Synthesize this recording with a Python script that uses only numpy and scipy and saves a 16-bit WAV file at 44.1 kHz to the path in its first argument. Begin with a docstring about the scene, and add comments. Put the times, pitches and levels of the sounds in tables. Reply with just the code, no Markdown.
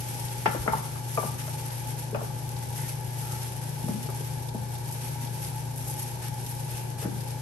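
"""A hand in a thin plastic glove crinkles throughout, over refrigeration hum and a rushing fan.
From 0.5 to 2.2 s it pushes chopped vegetables off a plate into a metal roasting pan:
each piece lands with a damp knock and a slap, and briefly rings the loaded pan.
Wet fingers drag and the film peels off with small smacks. Near 4 s comes a run of dull bumps
as pieces shift and the pan is nudged; a last few follow near 7 s."""
import sys
import numpy as np
from scipy import signal
from scipy.fft import rfft, irfft
from scipy.io import wavfile

SR = 44100
rng = np.random.default_rng(int(sys.argv[2]) if len(sys.argv) > 2 else 0)


def store_wav(level_fs):
    """Save 16-bit WAV to argv[1]."""
    pcm = np.round(np.clip(np.atleast_2d(level_fs), -1, 1) * 32767)
    wavfile.write(sys.argv[1], SR, pcm.T.astype(np.int16))


N = 326781
TIME, FREQ = np.arange(N) / SR, np.fft.rfftfreq(N, 1 / SR)


def vegetables(rise_cycles=0.33, ring_db=-2, slap_db=3, slap_decay_s=0.012, room_db=-10, softness=5):
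    """Each contact gives a damp knock, a wet slap and a pan ring that depends on the spot hit."""
    # modes of the loaded pan: freq_hz, relative_db, t60_s
    pan_modes = [(437, 18.5, 0.04), (711, -6, 0.1), (870, 12, 0.13), (1074, -5, 0.22), (1168, 1, 0.45),
                 (1230, -2, .16), (1370, -15, 0.12), (1406, 8, 0.12), (1600, 4, 0.08), (1778, -5, 0.095),
                 (2090, 1, 0.058), (2140, 8, 0.09), (2350, -11, 0.1), (2570, -2, .07)]
    # spectrum of a wet slap on metal: freq_hz, relative_db
    slap_spectrum = [(60, -13), (200, -8), (500, 6), (1000, 4.5), (1600, 0.5), (2300, -2), (3200, -5),
                     (4000, -11), (5200, 3), (9000, -26)]
    t = TIME[:SR // 2]
    bins_hz = np.fft.rfftfreq(len(t), 1 / SR)
    mode_hz, mode_db, mode_t60_s = np.transpose(pan_modes)[:, :, None]
    mode_gain = amp(mode_db) / np.linalg.norm(amp(mode_db))
    modes = mode_gain * np.exp((2j * np.pi * mode_hz - np.log(1000) / mode_t60_s) * t)
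    slap_colour = unit(amp(read(slap_spectrum, bins_hz)))
    lag_s = np.array([[0], [.0002]])  # left, right
    dry = np.zeros((2, N))
    for start_s, knock_db, pitch_hz, t60_s, clack_db, top_hz, balance_db in contacts():
        swell = (1 - np.exp(-t * pitch_hz / rise_cycles)) ** 2 * np.exp(-np.log(1000) * t / t60_s)
        knock = amp(knock_db) * swell / swell.max() * np.sin(2 * np.pi * pitch_hz * (t - lag_s))
        spot = np.exp(2j * np.pi * rng.random((2, len(pan_modes))))
        spot /= np.hypot(1, (mode_hz.T / top_hz) ** softness)  # soft flesh excites little above top_hz
        ring = amp(ring_db) * (spot @ modes).real
        splat = rfft(rng.standard_normal((2, len(t)))) * slap_colour
        splat /= np.hypot(1, (bins_hz / top_hz) ** softness)
        slap = amp(slap_db) * irfft(splat, len(t)) * np.exp(-t / slap_decay_s)
        clack = amp(clack_db) * (ring + slap) * (1 - np.exp(-t * top_hz))
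        add(dry, start_s, sides(balance_db) * (knock + clack))
    return dry + amp(room_db) * room(dry)


def contacts(flop_s=.012, flop_db=-24, flop_ratio=0.56, bump_t60_s=0.051, bump_balance_db=3.5):
    """Every touch on the pan: pieces land, then flop over softer and lower; bumps barely stir it."""
    # pieces landing: start_s, knock_db, pitch_hz, t60_s, clack_db, top_hz, left_right_db
    landings = [ (.4583, -33, 2280, 0.016, -23, 3300, -1), (0.4607, -29, 2680, .016, -31, 4400, -4),
                (0.4584, -18, 1350, 0.022, -25.5, 2400, 6), (.461, -15.5, 843, 0.045, -37, 2200, 9.5),
                (0.4644, -19.5, 1760, 0.025, -28, 2800, 4), (.4765, -38, 595, 0.029, -42, 2500, -2),
                (.548, -23.5, 530, 0.025, -34, 1200, 4), (.661, -35, 870, 0.043, -31, 1000, 10),
                (.6775, -21, 1320, .035, -22.5, 2000, 4.5), (.678, -27, 2070, 0.021, -30.5, 2450, 4),
                (.6815, -24, 900, 0.037, -35, 1186, 6), (.722, -27, 903, 0.045, -38, 1300, 8),
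                (.733, -18.5, 886, 0.067, -30, 1300, -2), (0.7357, -27, 1123, 0.055, -32.5, 1570, 3),
                (.773, -39, 1060, 0.054, -39, 1700, 5), (.957, -41, 930, .047, -39, 1604, 3),
                (1.1743, -21.5, 1179, 0.095, -35, 1250, 2), (1.176, -36.5, 2370, .018, -49, 2600, 20),
                (1.178, -21.5, 660, .04, -32, 1050, 6), (1.1805, -19, 854, 0.03, -27, 1180, 6),
                (1.229, -29.5, 940, 0.026, -32, 1200, 10), (1.2378, -25, 574, 0.016, -53, 1200, 8),
                (1.479, -37, 595, 0.056, -40, 1610, 6), (2.129, -28, 433, 0.049, -47, 900, 5),
                (2.146, -36, 2510, .024, -38, 3200, 10), (2.1479, -25.5, 570, 0.043, -28.5, 1410, 2),
                (2.148, -33, 1370, 0.028, -44, 1600, 2), (2.166, -32, 800, 0.032, -41, 1700, 3),
                (2.2065, -37, 790, 0.014, -36, 1500, 0), (2.2155, -27.5, 610, 0.022, -52, 1500, 0),
                (4.086, -35, 392, 0.15, -39, 1290, 6), (4.097, -52, 1200, 0.031, -46, 1300, 0)]
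    # pieces shifting, hand and plate nudging the pan: start_s, level_db, pitch_hz
    bumps = [ (0.475, -25, 190), (.557, -28.5, 324), (0.584, -30.5, 62), (0.68, -24, 197), (0.705, -36, 64),
             (1.185, -31, 394), (1.248, -30, 196), (1.855, -40, 80), (2.136, -30, 198), (2.17, -33, 218),
             (2.225, -31, 428), (3.841, -24.5, 166), (3.862, -26.5, 191), (3.882, -32.5, 585),
             (3.891, -19.5, 196), (3.905, -33, 363), (3.948, -28, 198), (3.98, -29, 205), (4.056, -39, 400),
             (4.206, -38, 390), (4.545, -31.5, 455), (4.549, -25.5, 203), (5.235, -36.5, 214),
             (7.024, -35, 452), (7.05, -25, 322), (7.054, -21, 190), (7.081, -31, 300)]
    for start_s, knock_db, pitch_hz, t60_s, clack_db, top_hz, balance_db in landings:
        yield start_s, knock_db, pitch_hz, t60_s, clack_db, top_hz, balance_db
        yield (start_s + flop_s, knock_db + flop_db, pitch_hz * flop_ratio, t60_s,
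               clack_db + flop_db, top_hz * flop_ratio, balance_db)
    for start_s, level_db, pitch_hz in bumps:
        clack_db, top_hz = level_db - 4, pitch_hz * 2.04
        yield start_s, level_db, pitch_hz, bump_t60_s, clack_db, top_hz, bump_balance_db


def glove(gain_db=2, creases_per_s=5000, spread_db=3, wash=0.9,
          folds_per_s=250, fold_decay_s=0.006, clumping=0.26, crossover_hz=7000):
    """Wet film rubs softly while tiny creases buckle in clumps; a few snap loudly."""
    # single creases snapping over: start_s, drive_db
    snaps = [(.251, -17), (.784, -17), (1.149, -15), (1.319, -17), (2.390, -19), (2.492, -13.5),
             (3.011, -18), (3.196, -17), (3.567, -19), (3.694, -17), (4.103, -16), (4.914, -15),
             (5.450, -18), (5.761, -17), (5.783, -16), (5.941, -13), (6.465, -16), (6.904, -18),
             (7.307, -18)]
    # spectrum of the film: freq_hz, relative_db
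    film_spectrum = [(500, -17), (1500, -6.5), (2100, -5), (2600, -4), (3100, -4.5), (4000, -7.5),
                     (5800, -4.5), (7200, -6.5), (8500, -6), (9400, 0.5), (11200, 4), (12400, -6),
                     (13200, -32), (13800, -21), (15800, -31)]
    # film's stereo balance: freq_hz, left_right_db
    film_balance = [(2000, 0.5), (4000, 3), (5800, 9), (7100, 4), (7900, 3.5), (9000, 0)]
    # film's left-right likeness: freq_hz, correlation
    film_likeness = [(2000, 0.13), (7000, 0.027), (8300, 0.74), (8800, 1), (10200, 1), (11200, 1),
                     (13000, 1)]
    # lag of the left channel: freq_hz, lag_cycles
    left_lag = [(8700, 0.028), (9800, 0.47), (10350, 0.55), (11800, 0.92)]
    work_db, crisp_db = glove_work()
    effort, tilt = amp(work_db + gain_db), amp(crisp_db / 2)
    sizes = amp(spread_db * np.minimum(rng.exponential(1, (2, N)), 5))
    creases = unit(sizes * rng.choice([-1, 1], (2, N)) * (rng.random((2, N)) < creases_per_s / SR))
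    # a fold giving way sets off a dying run of creases
    folds = rng.exponential(1, N) * (rng.random(N) < folds_per_s / SR)
    runs = signal.lfilter([1], [1, -np.exp(-1 / (fold_decay_s * SR))], folds)
    clumps = unit(1 + clumping * runs)
    crinkle = unit(creases + wash * rng.standard_normal((2, N))) * clumps * effort * tilt
    rub = rng.standard_normal((2, N)) * np.sqrt(clumps) * effort / tilt
    for start_s, drive_db in snaps:
        add(crinkle, start_s, amp(drive_db) * np.array([[1], [.5]]))
    rub_share = 1 / (1 + (FREQ / crossover_hz) ** 4)
    spectrum = stereo_spectra(rub, film_likeness) * np.sqrt(rub_share)
    spectrum += stereo_spectra(crinkle, film_likeness) * np.sqrt(1 - rub_share)
    spectrum *= unit(amp(read(film_spectrum, FREQ))) * sides(read(film_balance, FREQ))
    spectrum[0] *= np.exp(-2j * np.pi * read(left_lag, FREQ))
    return irfft(spectrum, N)


def glove_work(fidget_hz=26, fidget_db=1, rest_db=-3.5, idle_crisp_db=-0.6):
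    """The hand's effort on the film and its crispness (crinkle over rub), both in dB."""
    # steady handling: time_s, effort_db
    grip = [(0, -41.5), (.85, -43), (1, -45), (1.5, -43), (2, -44), (2.2, -46.5), (3.1, -45.5), (3.35, -45),
            (4.25, -44.5), (4.55, -49), (5.1, -44.5), (6.8, -46.5), (7.1, -47.5), (7.41, -47.5)]
    # hand holding still: start_s, length_s
    rests = [(1.345, 0.046), (2.07, 0.16), (4.492, 0.058), (5.62, 0.16), (6.902, 0.096)]
    # fingers flexing or sweeping: start_s, length_s, effort_db, crisp_db
    strokes = [ (1.086, 0.13, -43, 2.5), (1.197, 0.11, -41, 3), (1.38, 0.048, -41, -3),
               (1.575, 0.05, -44, -1), (2.718, 0.24, -42.5, 1), (3.167, 0.083, -43, 2),
               (3.213, 0.31, -44, 0.5), (4.717, .04, -48, 1), (4.907, 0.045, -45.5, 8),
               (4.983, 0.13, -45.5, -0.5), (5.394, 0.12, -43.5, 2), (5.746, .06, -59, 5),
               (5.854, 0.085, -45, 7), (5.967, 0.087, -40.5, 4.5), (6.037, 0.073, -46, 0),
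               (6.21, 0.088, -42, -1.5), (6.404, 0.23, -47.5, 2.5), (6.662, 0.15, -43.5, -0.5),
               (6.976, 0.079, -42, 0), (7.265, 0.064, -46, -1)]
    grip_db = np.interp(TIME, *np.transpose(grip)) + fidget_db * drift(fidget_hz)
    stillness = sum(movement(*rest) for rest in rests)
    power = amp(grip_db + rest_db * stillness) ** 2
    crisp_db = np.full(N, idle_crisp_db)
    for start_s, length_s, effort_db, stroke_crisp_db in strokes:
        swell = movement(start_s, length_s)
        power += amp(effort_db) ** 2 * swell
        crisp_db += (stroke_crisp_db - crisp_db) * swell
    return 10 * np.log10(power), crisp_db


def movement(start_s, length_s, taper_share=0.52):
    """Envelope of one hand movement, 0 to 1: swell, hold, fade."""
    edge = np.minimum(TIME - start_s, start_s + length_s - TIME) / (taper_share * length_s / 2)
    return np.sin(np.pi / 2 * np.clip(edge, 0, 1)) ** 2


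def smacks(width_hz=4200, rise_s=0.00052, decay_s=0.0066, spread_db=4, balance_db=5):
    """Wet film peels off food and skin in a quickly dying run of tiny pops."""
    # wet patches letting go: start_s, level_db, centre_hz
    peels = [(.282, -42, 4500), (1.537, -44, 5000), (1.703, -41, 5000), (2.491, -46, 5000),
             (3.418, -43, 5000), (5.447, -41, 4800), (2.564, -44, 4500), (4.068, -45, 4500),
             (4.488, -42.5, 4500), (4.752, -42, 4500), (5.271, -43, 4500), (6.463, -43, 4500),
             (7.204, -45, 4600), (7.304, -45, 5000)]
    out, t = np.zeros((2, N)), TIME[:SR // 20]
    bins_hz = np.fft.rfftfreq(len(t), 1 / SR)
    swell = (1 - np.exp(-t / rise_s)) * np.exp(-t / decay_s)
    for start_s, level_db, centre_hz in peels:
        pops = rng.standard_normal((2, len(t)))
        pops *= amp(spread_db * np.minimum(rng.exponential(1, len(t)), 4))
        wet = unit(irfft(rfft(pops) * resonance(bins_hz, centre_hz, width_hz), len(t)))
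        add(out, start_s, amp(level_db) * sides(balance_db) * wet * swell / swell.max())
    return out


def wipes():
    """Wet fingers drag over plate and pan: friction noise in one resonance of the surface."""
    # finger drags: start_s, length_s, level_db, centre_hz, width_hz
    drags = [(1.37, 0.07, -49, 1700, 1300), (1.67, 0.093, -51, 1700, 1200), (2.722, 0.2, -51, 1920, 1000),
             (3.178, 0.26, -52.5, 1310, 190), (6.201, .1, -52, 1600, 1100), (6.683, 0.23, -54, 2600, 560),
             (6.996, 0.1, -47.5, 1400, 1000)]
    out = np.zeros((2, N))
    for start_s, length_s, level_db, centre_hz, width_hz in drags:
        size = round(length_s * SR)
        surface = resonance(np.fft.rfftfreq(size, 1 / SR), centre_hz, width_hz)
        friction = irfft(rfft(rng.standard_normal((2, size))) * surface, size)
        add(out, start_s, amp(level_db) * unit(friction) * signal.windows.tukey(size, .8))
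    return out


def fridge_hum(waver_hz=4.0):
    """Refrigeration motor tones that waver in strength and phase."""
    # motor tones: freq_hz, level_db, left_right_db, unsteadiness
    tones = [(60.2, -71.5, 4, 0), (91.8, -61, 4, 0.4), (111.5, -55, 0, 0.05), (119.96, -36.5, 4, 0.06),
             (147.8, -42.5, 4.5, 0.29), (140, -48.5, 3.5, 0.74), (177, -58, 11, 1), (363, -60, -11, 0),
             (411, -63.5, 6, 0.96), (525.6, -68, 20.5, 0.3)]
    out = np.zeros((2, N))
    for freq_hz, level_db, balance_db, unsteadiness in tones:
        waver = 1 + unsteadiness * (drift(waver_hz) + 1j * drift(waver_hz))
        tone = (waver * np.exp(2j * np.pi * freq_hz * TIME)).real
        out += amp(level_db) * sides(balance_db) * unit(tone)
    return out


def fan(level_db=-40.5):
    """Rushing air, coloured by the duct and the room."""
    # spectrum of the air: freq_hz, relative_db
    air_spectrum = [(20, -26), (36, -6), (50, 1), (100, 9), (190, 1.5), (280, -3), (450, -1), (700, -7.5),
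                    (1100, -13), (1700, -19), (2500, -29), (4000, -18.5), (9000, -23.5), (15000, -100)]
    # duct and room peaks and dips: centre_hz, width_hz, lift_db
    duct = [(219, 9.6, -18), (247, 29, 5.5), (441, 53, -4.5), (477, 61, 3), (849, 97, 19), (936, 43, 10.5),
            (1250, 170, -3.5), (1280, 52, -3), (1567, 116, 8.5), (1705, 27, 12.5), (2330, 200, 15.5),
            (2600, 52, 9)]
    # air's left-right likeness: freq_hz, correlation
    air_likeness = [(30, .98), (160, 0.37), (300, 0.63), (500, 0.066), (850, 0.38), (1200, 0), (4000, 0.03)]
    # air's stereo balance: freq_hz, left_right_db
    air_balance = [(50, 8), (180, 0.5), (380, -2), (540, 4), (800, -1), (1200, 2.5), (4000, 3.5)]
    duct_db = sum(lift_db * resonance(FREQ, hz, width_hz) for hz, width_hz, lift_db in duct)
    spectrum = stereo_spectra(rng.standard_normal((2, N)), air_likeness)
    spectrum *= amp(read(air_spectrum, FREQ) + duct_db) * sides(read(air_balance, FREQ))
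    return amp(level_db) * unit(irfft(spectrum, N))


def room(x, gap_s=0.005):
    """Sparse reflections off steel and tile, each band dying at its own rate."""
    # kitchen decay: freq_hz, t60_s
    decay_times = [(150, 0.78), (600, 0.23), (1300, 0.6), (3000, 0.38), (10000, 0.11)]
    size = SR * 3 // 4
    taps = rng.standard_normal((2, size)) * (rng.random((2, size)) < .06) * (TIME[:size] > gap_s)
    band_hz, t, bands = signal.stft(taps, SR, nperseg=256)
    decay = np.exp(-np.log(1000) * t / read(decay_times, band_hz)[:, None])
    tail = signal.istft(bands * decay, SR, nperseg=256)[1]
    return signal.fftconvolve(x, tail / np.linalg.norm(tail[0]), axes=1)[:, :N]


def amp(db):
    """Decibels to gain."""
    return 10 ** (np.asarray(db) / 20)


def unit(x):
    """Scale to rms 1."""
    return x / np.sqrt(np.mean(x ** 2) + 1e-20)


def read(points, hz):
    """Interpolate (freq_hz, value) rows on a log-frequency axis."""
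    point_hz, value = np.transpose(points)
    return np.interp(np.log(hz + 1), np.log(point_hz + 1), value)


def resonance(hz, centre_hz, width_hz):
    """Peak of height 1, width_hz wide at half height."""
    return 1 / (1 + (2 * (hz - centre_hz) / width_hz) ** 2)


def sides(db):
    """Left and right gains for a level difference."""
    return amp(np.array([np.atleast_1d(db), -np.atleast_1d(db)]) / 2)


def add(mix, start_s, sound):
    """Mix a sound in at start_s."""
    part = mix[:, max(round(start_s * SR), 0):][:, :sound.shape[1]]
    part += sound[:, :part.shape[1]]


def drift(rate_hz):
    """Slow random wander, rms 1."""
    return unit(irfft(rfft(rng.standard_normal(N)) * np.exp(-(FREQ / rate_hz) ** 2), N))


def stereo_spectra(x, likeness):
    """Blend two unrelated signals into left and right spectra of a given correlation."""
    mid, side = rfft(x)
    correlation = np.clip(read(likeness, FREQ), -1, 1)
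    mid *= np.sqrt((1 + correlation) / 2)
    side *= np.sqrt((1 - correlation) / 2)
    return np.array([mid + side, mid - side])


def scene(hand_room_db=-14):
    """Vegetables and glove close by, machines behind."""
    hand = glove() + wipes() + smacks()
    return vegetables() + hand + amp(hand_room_db) * room(hand) + fridge_hum() + fan()


def record(dry):
    """Bass cut at 38.5 Hz, band limit at 15.8 kHz."""
    highpass = signal.butter(4, 38.5, "highpass", fs=SR, output="sos")
    lowpass = signal.firwin(511, 15800, window=("kaiser", 9), fs=SR)
    return signal.oaconvolve(signal.sosfilt(highpass, dry), lowpass[None], "same")


dry = scene()
out = record(dry)
store_wav(out)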